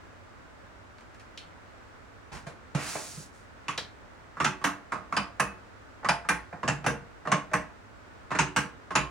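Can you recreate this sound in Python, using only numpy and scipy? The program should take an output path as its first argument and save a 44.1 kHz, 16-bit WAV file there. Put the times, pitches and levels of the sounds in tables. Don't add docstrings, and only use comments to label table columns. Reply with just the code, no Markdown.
import sys
import numpy as np
from scipy import signal
from scipy.fft import rfft, irfft
from scipy.io import wavfile

SR = 44100
rng = np.random.default_rng(int(sys.argv[2]) if len(sys.argv) > 2 else 0)


def master(y):
    cut = np.clip(np.atleast_2d(y).T, -1, 1)
    pcm = np.round(cut * 32767)
    wavfile.write(sys.argv[1], SR, pcm.astype(np.int16))


N = 401310

# start in seconds, force in dB, brightness in dB, chatter in seconds,
# knock frequency in Hz.
PRESSES = [(4.444, -24.5, 0.5, 0.0091, 1360), (5.166, -25.5, 0, 0.014, 1190),
           (6.087, -21.5, -1, 0.0093, 860), (6.678, -26.5, 1, 0.0098, 1510),
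           (7.317, -21, -4.5, 0.0082, 1130), (8.388, -22.5, 1, 0.0058, 950),
           (8.953, -22.5, 1, 0.0083, 1080)]
# frequency in Hz, gain in dB.
SNAP_SPECTRUM = [(35, -23), (60, -11.5), (91, -21), (142, -10), (427, -18.5), (469, -10.5), (749, -3.5),
                 (1550, 0.5), (2090, -2.5), (2770, -2.5), (3500, -10.5), (9570, -16.5), (12100, -25),
                 (13900, -26.5), (16000, -39)]
# frequency in Hz, gain in dB, width in Hz.
SNAP_PEAKS = [(158, 1.5, 17), (487, 2.7, 59), (1030, 4.5, 160), (1600, 1, 33), (2760, 1.4, 40),
              (4770, 10, 250), (6900, 3.5, 380), (10000, 4.1, 350), (14200, 2.1, 120)]


def gain_of(db):
    return 10 ** (np.asarray(db) / 20)


def unit_rms(x):
    return x / np.sqrt(np.mean(x ** 2) + 1e-20)


def curve_at(points, hz):
    f, value = np.transpose(points)
    return np.interp(np.log(hz + 1), np.log(f + 1), value)


def add(mix, start, sound):
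    part = mix[:, round(start * SR):][:, :sound.shape[1]]
    part += sound[:, :part.shape[1]]


def minimum_phase(gain):
    log_gain = np.log(np.maximum(gain / gain.max(), 1e-5))
    mirrored = np.r_[log_gain, log_gain[-2:0:-1]]
    return np.exp(np.conj(signal.hilbert(mirrored)))[:len(gain)]


def band(hz, low, high):
    return 1 / np.sqrt((1 + (low / (hz + 1)) ** 8) * (1 + (hz / high) ** 8))


def resonance(hz, centre, width):
    return 1 / (1 + 2j * (hz - centre) / width)


def correlate(noise, coherence):
    left, right = noise
    return np.array([left, coherence * left + np.sqrt(1 - coherence ** 2) * right])


def wander(rate_hz):
    hz = np.fft.rfftfreq(N, 1 / SR)
    return unit_rms(irfft(rfft(rng.standard_normal(N)) * np.exp(-(hz / rate_hz) ** 2), N))


def microphone_paths(hz):
    # frequency in Hz, level of left over right in dB.
    balance = [(60, -6), (120, -2.5), (240, -3), (480, -2.5), (950, -3), (1890, -1), (3770, 1),
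               (7520, -3.5), (15000, -11)]
    # frequency in Hz, phase lead of the left in radians.
    lead = [(0, -0.5), (1460, 0.6), (2330, -0.46), (5000, 1.37), (5600, 0.58), (14400, 2), (16200, -8)]
    left = gain_of(curve_at(balance, hz) / 2) * np.exp(.5j * curve_at(lead, hz))
    return np.array([left, 1 / left])


def fan():
    # frequency in Hz, relative level in dB.
    air_spectrum = [(15, -45), (25, -13), (48, -4), (102, -2.5), (134, -13), (263, -9), (363, -12),
                    (591, -11.5), (734, -14), (818, -13.5), (1480, -12.5), (3250, -28.5), (7710, -36.5),
                    (11900, -50), (16000, -47)]
    # frequency in Hz, left-right coherence.
    coherence = [(60, 0.066), (180, 0.04), (550, 0.022), (1650, 0.0087), (5000, 0.011), (15000, .05)]
    # frequency in Hz, relative level in dB.
    hum_tones = [(102.3, -65.5), (263.8, -70.5), (592.2, -77), (1480, -84)]
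    t, hz = np.arange(N) / SR, np.fft.rfftfreq(N, 1 / SR)
    noise = correlate(rfft(rng.standard_normal((2, N))), curve_at(coherence, hz))
    air = unit_rms(irfft(noise * gain_of(curve_at(air_spectrum, hz)), N))
    swell = gain_of(.3 * wander(3))
    hum = sum(gain_of(db) * np.sqrt(2) * np.sin(2 * np.pi * f * t + 1.3 * wander(1.9))
              for f, db in hum_tones)
    return (gain_of(-50.52) * air * swell + gain_of(-3) * hum) * gain_of([[-.6], [.6]])


def crowded_modes(hz):
    centres = np.arange(0, SR / 2, 140)
    ripple = np.interp(hz, centres, rng.standard_normal(len(centres)))
    return gain_of(2.3 * unit_rms(ripple) * hz ** 2 / (hz ** 2 + 1000 ** 2))


def impact(start, force_db, bright_db, chatter_s, modes_hz,
           weight_db=0, hollow_db=0, pan_db=0, top_db=0, sway_db=0, *, balance_db):
    thud_db, clack_db, click_db = balance_db
    levels_db = force_db + np.array([thud_db + weight_db, 0, clack_db + bright_db, click_db + bright_db])
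    return start, levels_db, chatter_s, hollow_db, pan_db, top_db, sway_db, modes_hz


def struck_console(impacts, spectrum, peaks, sparkle_db, cavity_db, room_db,
                   t60_scale, crack, thump, thump_hz, thud_rise_scale, coupling=1):
    # frequency in Hz, width in Hz, relative gain in dB.
    panel_modes = [(60.5, 4.8, 11), (142.3, 14.6, 2.5), (194.7, 23, 3), (291, 9.2, 9.5), (370.7, 3.1, 6),
                   (229.3, 34, -8), (470.5, 4.3, 2), (619.6, 7.8, 4), (689, 4.1, 5.5), (861, 9.7, 0.5),
                   (1073, 9.6, 2.5), (1520, 5.9, -13), (1806, 12, -20), (2567, 9.2, 4), (2720, 68, -7.5),
                   (2810, 73, -10), (4890, 25, -0.5), (5560, 69, -11), (6670, 380, -6.5)]
    registers = [(70, 400), (400, 2000), (2000, 4500), (4500, 16000)]
    # trim in dB, base rise and base T60 in seconds, base room level in dB,
    # room T60 in seconds, left-right coherence of the room.
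    decays = [(0.3, 0.019, 0.14, -10, 0.38, 0.73), (0.3, 0.00063, 0.1, -6.5, .32, 0.71),
              (0.3, 0.00065, 0.062, -2.5, 0.27, 0.47), (0.3, 0.0015, 0.023, -4, 0.23, 0.27)]
    size = 24576
    t, hz = np.arange(size) / SR, np.fft.rfftfreq(size, 1 / SR)
    panel = 1 + coupling * sum(gain_of(db) * resonance(hz, f, width) for f, width, db in panel_modes)
    colour, paths = gain_of(curve_at(spectrum, hz)), microphone_paths(hz)
    filters = [minimum_phase(colour * band(hz, *edges)) * panel * paths for edges in registers]
    top_octave = hz ** 6 / (hz ** 6 + 8500. ** 6)
    cavity = np.exp(-(2 * np.log2((hz + 1) / 580)) ** 4)
    rocking = 1 / (1 + (hz / 90) ** 6)
    first_contact = np.arange(size) == round(SR * .001)
    flexure = thump * np.sin(2 * np.pi * thump_hz * t)
    peak_db, peak_width = np.array(peaks)[:, :2], np.array(peaks)[:, ::2]
    out = np.zeros((2, N))
    for start, levels_db, chatter_s, hollow_db, pan_db, top_db, sway_db, modes_hz in impacts:
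        free_time = np.maximum(t - chatter_s, 0)
        modes = sum(gain_of(curve_at(peak_db, f)) * resonance(hz, f, curve_at(peak_width, f))
                    for f in modes_hz)
        spot_db = (sparkle_db + top_db) * top_octave + (cavity_db + hollow_db) * cavity
        spot_db += sway_db * rocking
        cap = (1 + modes) * minimum_phase(crowded_modes(hz) * gain_of(spot_db))
        rattle = unit_rms(rng.standard_normal(size) * (rng.random(size) < .15))
        echoes = rng.standard_normal((2, size))
        sides_db = np.array([[.5], [-.5]]) * pan_db
        for k, register_db in enumerate(levels_db):
            trim_db, rise, t60, wet_db, room_t60, coherence = decays[k]
            if k == 0:
                drive = rattle + flexure
                rise *= thud_rise_scale
            else:
                drive = rattle + first_contact * crack * k / 2
            direct = drive * (1 - np.exp(-t / rise)) * gain_of(-60 * free_time / (t60 * t60_scale))
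            room = correlate(echoes, coherence) * (1 - np.exp(-t / (rise + 0.0011)))
            room *= gain_of(wet_db + room_db - 60 * t / room_t60)
            sound = irfft(rfft(direct + room) * filters[k] * cap)
            sound /= np.sqrt(np.mean(sound[:, t < .03] ** 2))
            add(out, start - .0005, sound * gain_of(trim_db + register_db + sides_db))
    return out


def ticks():
    # start in seconds, force in dB, brightness in dB, mode frequency in Hz.
    events = [(0.982, -58, -4.5, 3340), (1.008, -61.5, -4, 2330), (1.145, -58.5, -7, 2500),
              (1.197, -57, -2.5, 2790), (1.375, -68, 22, 3770), (3.777, -36.5, 2.5, 4170)]
    # frequency in Hz, gain in dB.
    spectrum = [(100, 0), (900, -6.5), (2000, -6.5), (3000, -3), (5500, -13), (9000, -22.5), (12000, -33),
                (16000, -43)]
    # frequency in Hz, gain in dB, width in Hz.
    peaks = [(1200, -23, 200), (3800, 10, 1600)]
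    impacts = [impact(start, force_db, bright_db, 0.003, [mode_hz], balance_db=(-13, 2.4, -0.5))
               for start, force_db, bright_db, mode_hz in events]
    return struck_console(impacts, spectrum, peaks, sparkle_db=3, cavity_db=0, room_db=-0.5,
                          t60_scale=0.83, crack=9.8, thump=.02, thump_hz=159, thud_rise_scale=0.75,
                          coupling=.2)


def stroke(t, length, rise_share, easing_db_per_s, hold_s=0.13, t60=0.25):
    rise = np.clip(t / (rise_share * length), 0, 1)
    easing_db = easing_db_per_s * np.maximum(t - hold_s, 0)
    decay_db = 60 * np.maximum(t - length, 0) / t60
    return rise * gain_of(-easing_db - decay_db)


def card_friction():
    # start in seconds, length in seconds, level in dB, brightness in dB.
    strokes = [(2.316, 0.057, -45, -6), (2.756, 0.48, -39, 4.5), (3.32, .09, -72, 10)]
    # relative level in dB, rising share of a stroke, easing in dB/s.
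    envelopes = [(-4.5, .1, 41), (-0.5, 0.1, 70), (-3.5, 0.31, 32)]
    # frequency in Hz, gain in dB.
    spectrum = [(29, -27), (50, 11), (81, -12), (138, -3), (291, -12.5), (329, -16), (461, -14), (746, -10),
                (1180, -7), (1270, -6.5), (2490, -8.5), (3330, -17), (6090, -14), (12000, -13.5),
                (16000, -15)]
    # band edges in Hz, graininess in dB, left-right coherence.
    layers = [(70, 890, 0.86, 0.48), (680, 5300, 0.9, 0.61), (3670, 8700, 1.0, 0.56)]
    t, hz = np.arange(N) / SR, np.fft.rfftfreq(N, 1 / SR)
    surface = gain_of(curve_at(spectrum, hz)) * microphone_paths(hz)
    out = np.zeros((2, N))
    for k, (low, high, grain_db, coherence) in enumerate(layers):
        layer_db, rise_share, easing = envelopes[k]
        slips = correlate(rng.standard_normal((2, N)), coherence) * gain_of(grain_db * wander(400))
        rub = unit_rms(irfft(rfft(slips) * surface * band(hz, low, high), N))
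        for start, length, level_db, bright_db in strokes:
            tilt_db = (k - 1) * bright_db
            envelope = stroke(t - start, length, rise_share, easing)
            out += rub * envelope * gain_of(level_db + layer_db + tilt_db)
    return out


def card_taps():
    # start in seconds, force, weight and brightness in dB, mode frequency in Hz.
    events = [(2.466, -45, -1, -1, 680), (2.748, -37.5, 9, 2, 1360), (2.952, -37.5, -11.5, -5, 650),
              (3.172, -63, 18.5, 0, 1340)]
    # frequency in Hz, gain in dB.
    spectrum = [(60, -3), (130, 5.5), (300, -2), (500, 0), (900, -7), (1600, -10), (7400, -19),
                (10500, -26), (16000, -45)]
    # frequency in Hz, gain in dB, width in Hz.
    peaks = [(700, 5, 26), (3000, -1, 270)]
    impacts = [impact(start, force_db, bright_db, 0.0045, [mode_hz, 2370], weight_db,
                      balance_db=(0, -5.5, -10))
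               for start, force_db, weight_db, bright_db, mode_hz in events]
    return gain_of(2.5) * struck_console(
        impacts, spectrum, peaks, sparkle_db=-3, cavity_db=-2.5, room_db=8.5,
        t60_scale=0.66, crack=3.8, thump=0.53, thump_hz=158.2, thud_rise_scale=0.13)


def button_at(time):
    # weight, hollowness, left-right balance, sparkle and sway in dB,
    # then the body, box, clack, click and top modes in Hz.
    buttons = [(-1.5, -5.5, -.6, 0.5, -7, 280, 380, 2700, 6220, 13900),
               (-4, -2, -1, 0, -6, 197, 600, 2580, 4850, 9700),
               (-4, -4.5, 0.3, 0, 3, 180, 580, 2420, 5110, 9560),
               (4.5, 1, 0.3, -4, -1.5, 139, 800, 2720, 7200, 10200),
               (0.5, 0.5, 0.5, -1, -4.5, 171, 600, 2450, 6360, 8200),
               (1, -3, 0.1, -4.5, 5, 162, 400, 2500, 6420, 7940),
               (-2, -2, -.5, -4, 4, 130, 520, 2400, 6800, 10000)]
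    button = buttons[np.argmin([abs(press[0] - time) for press in PRESSES])]
    return button[:5], button[5:]


def click_and_clacks():
    # start in seconds, force in dB, base brightness in dB, knock frequency in Hz.
    events = [(3.682, -32, 9, 1144), (4.369, -41, -0.5, 1200), (4.401, -26, 1.5, 1200),
              (4.615, -44, 5, 1140), (4.92, -30, -0.5, 1200), (5.124, -30, -2, 1210), (6.03, -45, -5, 880),
              (6.046, -28.5, -2, 1150), (6.25, -44.5, -1, 885), (6.527, -40, -4, 723),
              (6.631, -32, -1, 1080), (6.842, -37, 6.5, 840), (7.252, -39, -2, 940), (7.272, -31, -2, 630),
              (7.514, -41, -1, 605), (8.306, -41, 10, 2020), (8.314, -30.5, 0, 980), (8.35, -31, 3.5, 1510),
              (8.906, -34.5, 1, 1100)]
    # frequency in Hz, gain in dB.
    spectrum = [(35, -73), (60, -8), (189, -5), (682, -10.5), (1140, -3), (1580, -4.5), (1860, -5.5),
                (2250, -8.5), (3500, -17), (10000, -34.5), (12100, -48), (14200, -51), (16000, -46)]
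    # frequency in Hz, gain in dB, width in Hz.
    peaks = [(700, 11.5, 60), (1200, 6.5, 140), (2700, -17.5, 210)]
    firm_db, treble_per_force, chatter_s = -28, 0.39, 0.0019
    impacts = []
    for start, force_db, bright_db, knock_hz in events:
        seat, _ = button_at(start)
        treble_db = bright_db + treble_per_force * (force_db - firm_db)
        impacts.append(impact(start, force_db, treble_db, chatter_s, [knock_hz, 2410], *seat,
                              balance_db=(-9.5, -8.5, -17.5)))
    return gain_of(0.17) * struck_console(
        impacts, spectrum, peaks, sparkle_db=-1.5, cavity_db=3, room_db=3,
        t60_scale=0.83, crack=4.6, thump=0.079, thump_hz=159, thud_rise_scale=0.44)


def presses():
    impacts = []
    for start, force_db, bright_db, chatter_s, knock_hz in PRESSES:
        seat, modes_hz = button_at(start)
        impacts.append(impact(start, force_db, bright_db, chatter_s, [knock_hz, *modes_hz], *seat,
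                              balance_db=(-8.5, -2.7, -7.5)))
    return struck_console(impacts, SNAP_SPECTRUM, SNAP_PEAKS, sparkle_db=-12.5, cavity_db=-2,
                          room_db=3.5, t60_scale=1.2, crack=7.2, thump=.07, thump_hz=149.1,
                          thud_rise_scale=0.6)


def releases():
    # start in seconds, force and brightness in dB, chatter in seconds, knock frequency in Hz.
    events = [(4.641, -26, .5, 0.0017, 1600), (5.397, -24.5, -.5, 0.0094, 1205),
              (6.288, -24, 0, .007, 1570), (6.863, -26.5, -0.5, 0.0035, 1600),
              (7.534, -24.5, -5, 0.0035, 1575), (8.562, -25, 1.5, 0.0018, 1600)]
    common_hz = [478, 5950, 14500]
    impacts = []
    for start, force_db, bright_db, chatter_s, knock_hz in events:
        seat, (body_hz, _, clack_hz, _, top_hz) = button_at(start)
        modes_hz = [knock_hz, body_hz, clack_hz, top_hz, *common_hz]
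        impacts.append(impact(start, force_db, bright_db, chatter_s, modes_hz, *seat,
                              balance_db=(-10, -5, -10)))
    return gain_of(1.6) * struck_console(
        impacts, SNAP_SPECTRUM, SNAP_PEAKS, sparkle_db=-0.5, cavity_db=-1.6, room_db=3.5,
        t60_scale=1.25, crack=4.7, thump=0.048, thump_hz=172.3, thud_rise_scale=0.66)


def scene():
    return click_and_clacks() + presses() + releases() + ticks() + card_taps() + card_friction() + fan()


def record(dry):
    hz = np.fft.rfftfreq(N, 1 / SR)
    notch_hz, notch_width_hz, notch_db, cutoff_hz = 12150, 750, -14, 16100
    notch = gain_of(notch_db * np.exp(-((hz - notch_hz) / notch_width_hz) ** 2))
    coloured = irfft(rfft(dry) * notch, N)
    low_pass = signal.firwin(511, cutoff_hz, window=("kaiser", 9), fs=SR)
    return signal.oaconvolve(coloured, low_pass[None], "same")


dry = scene()
out = record(dry)
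master(out)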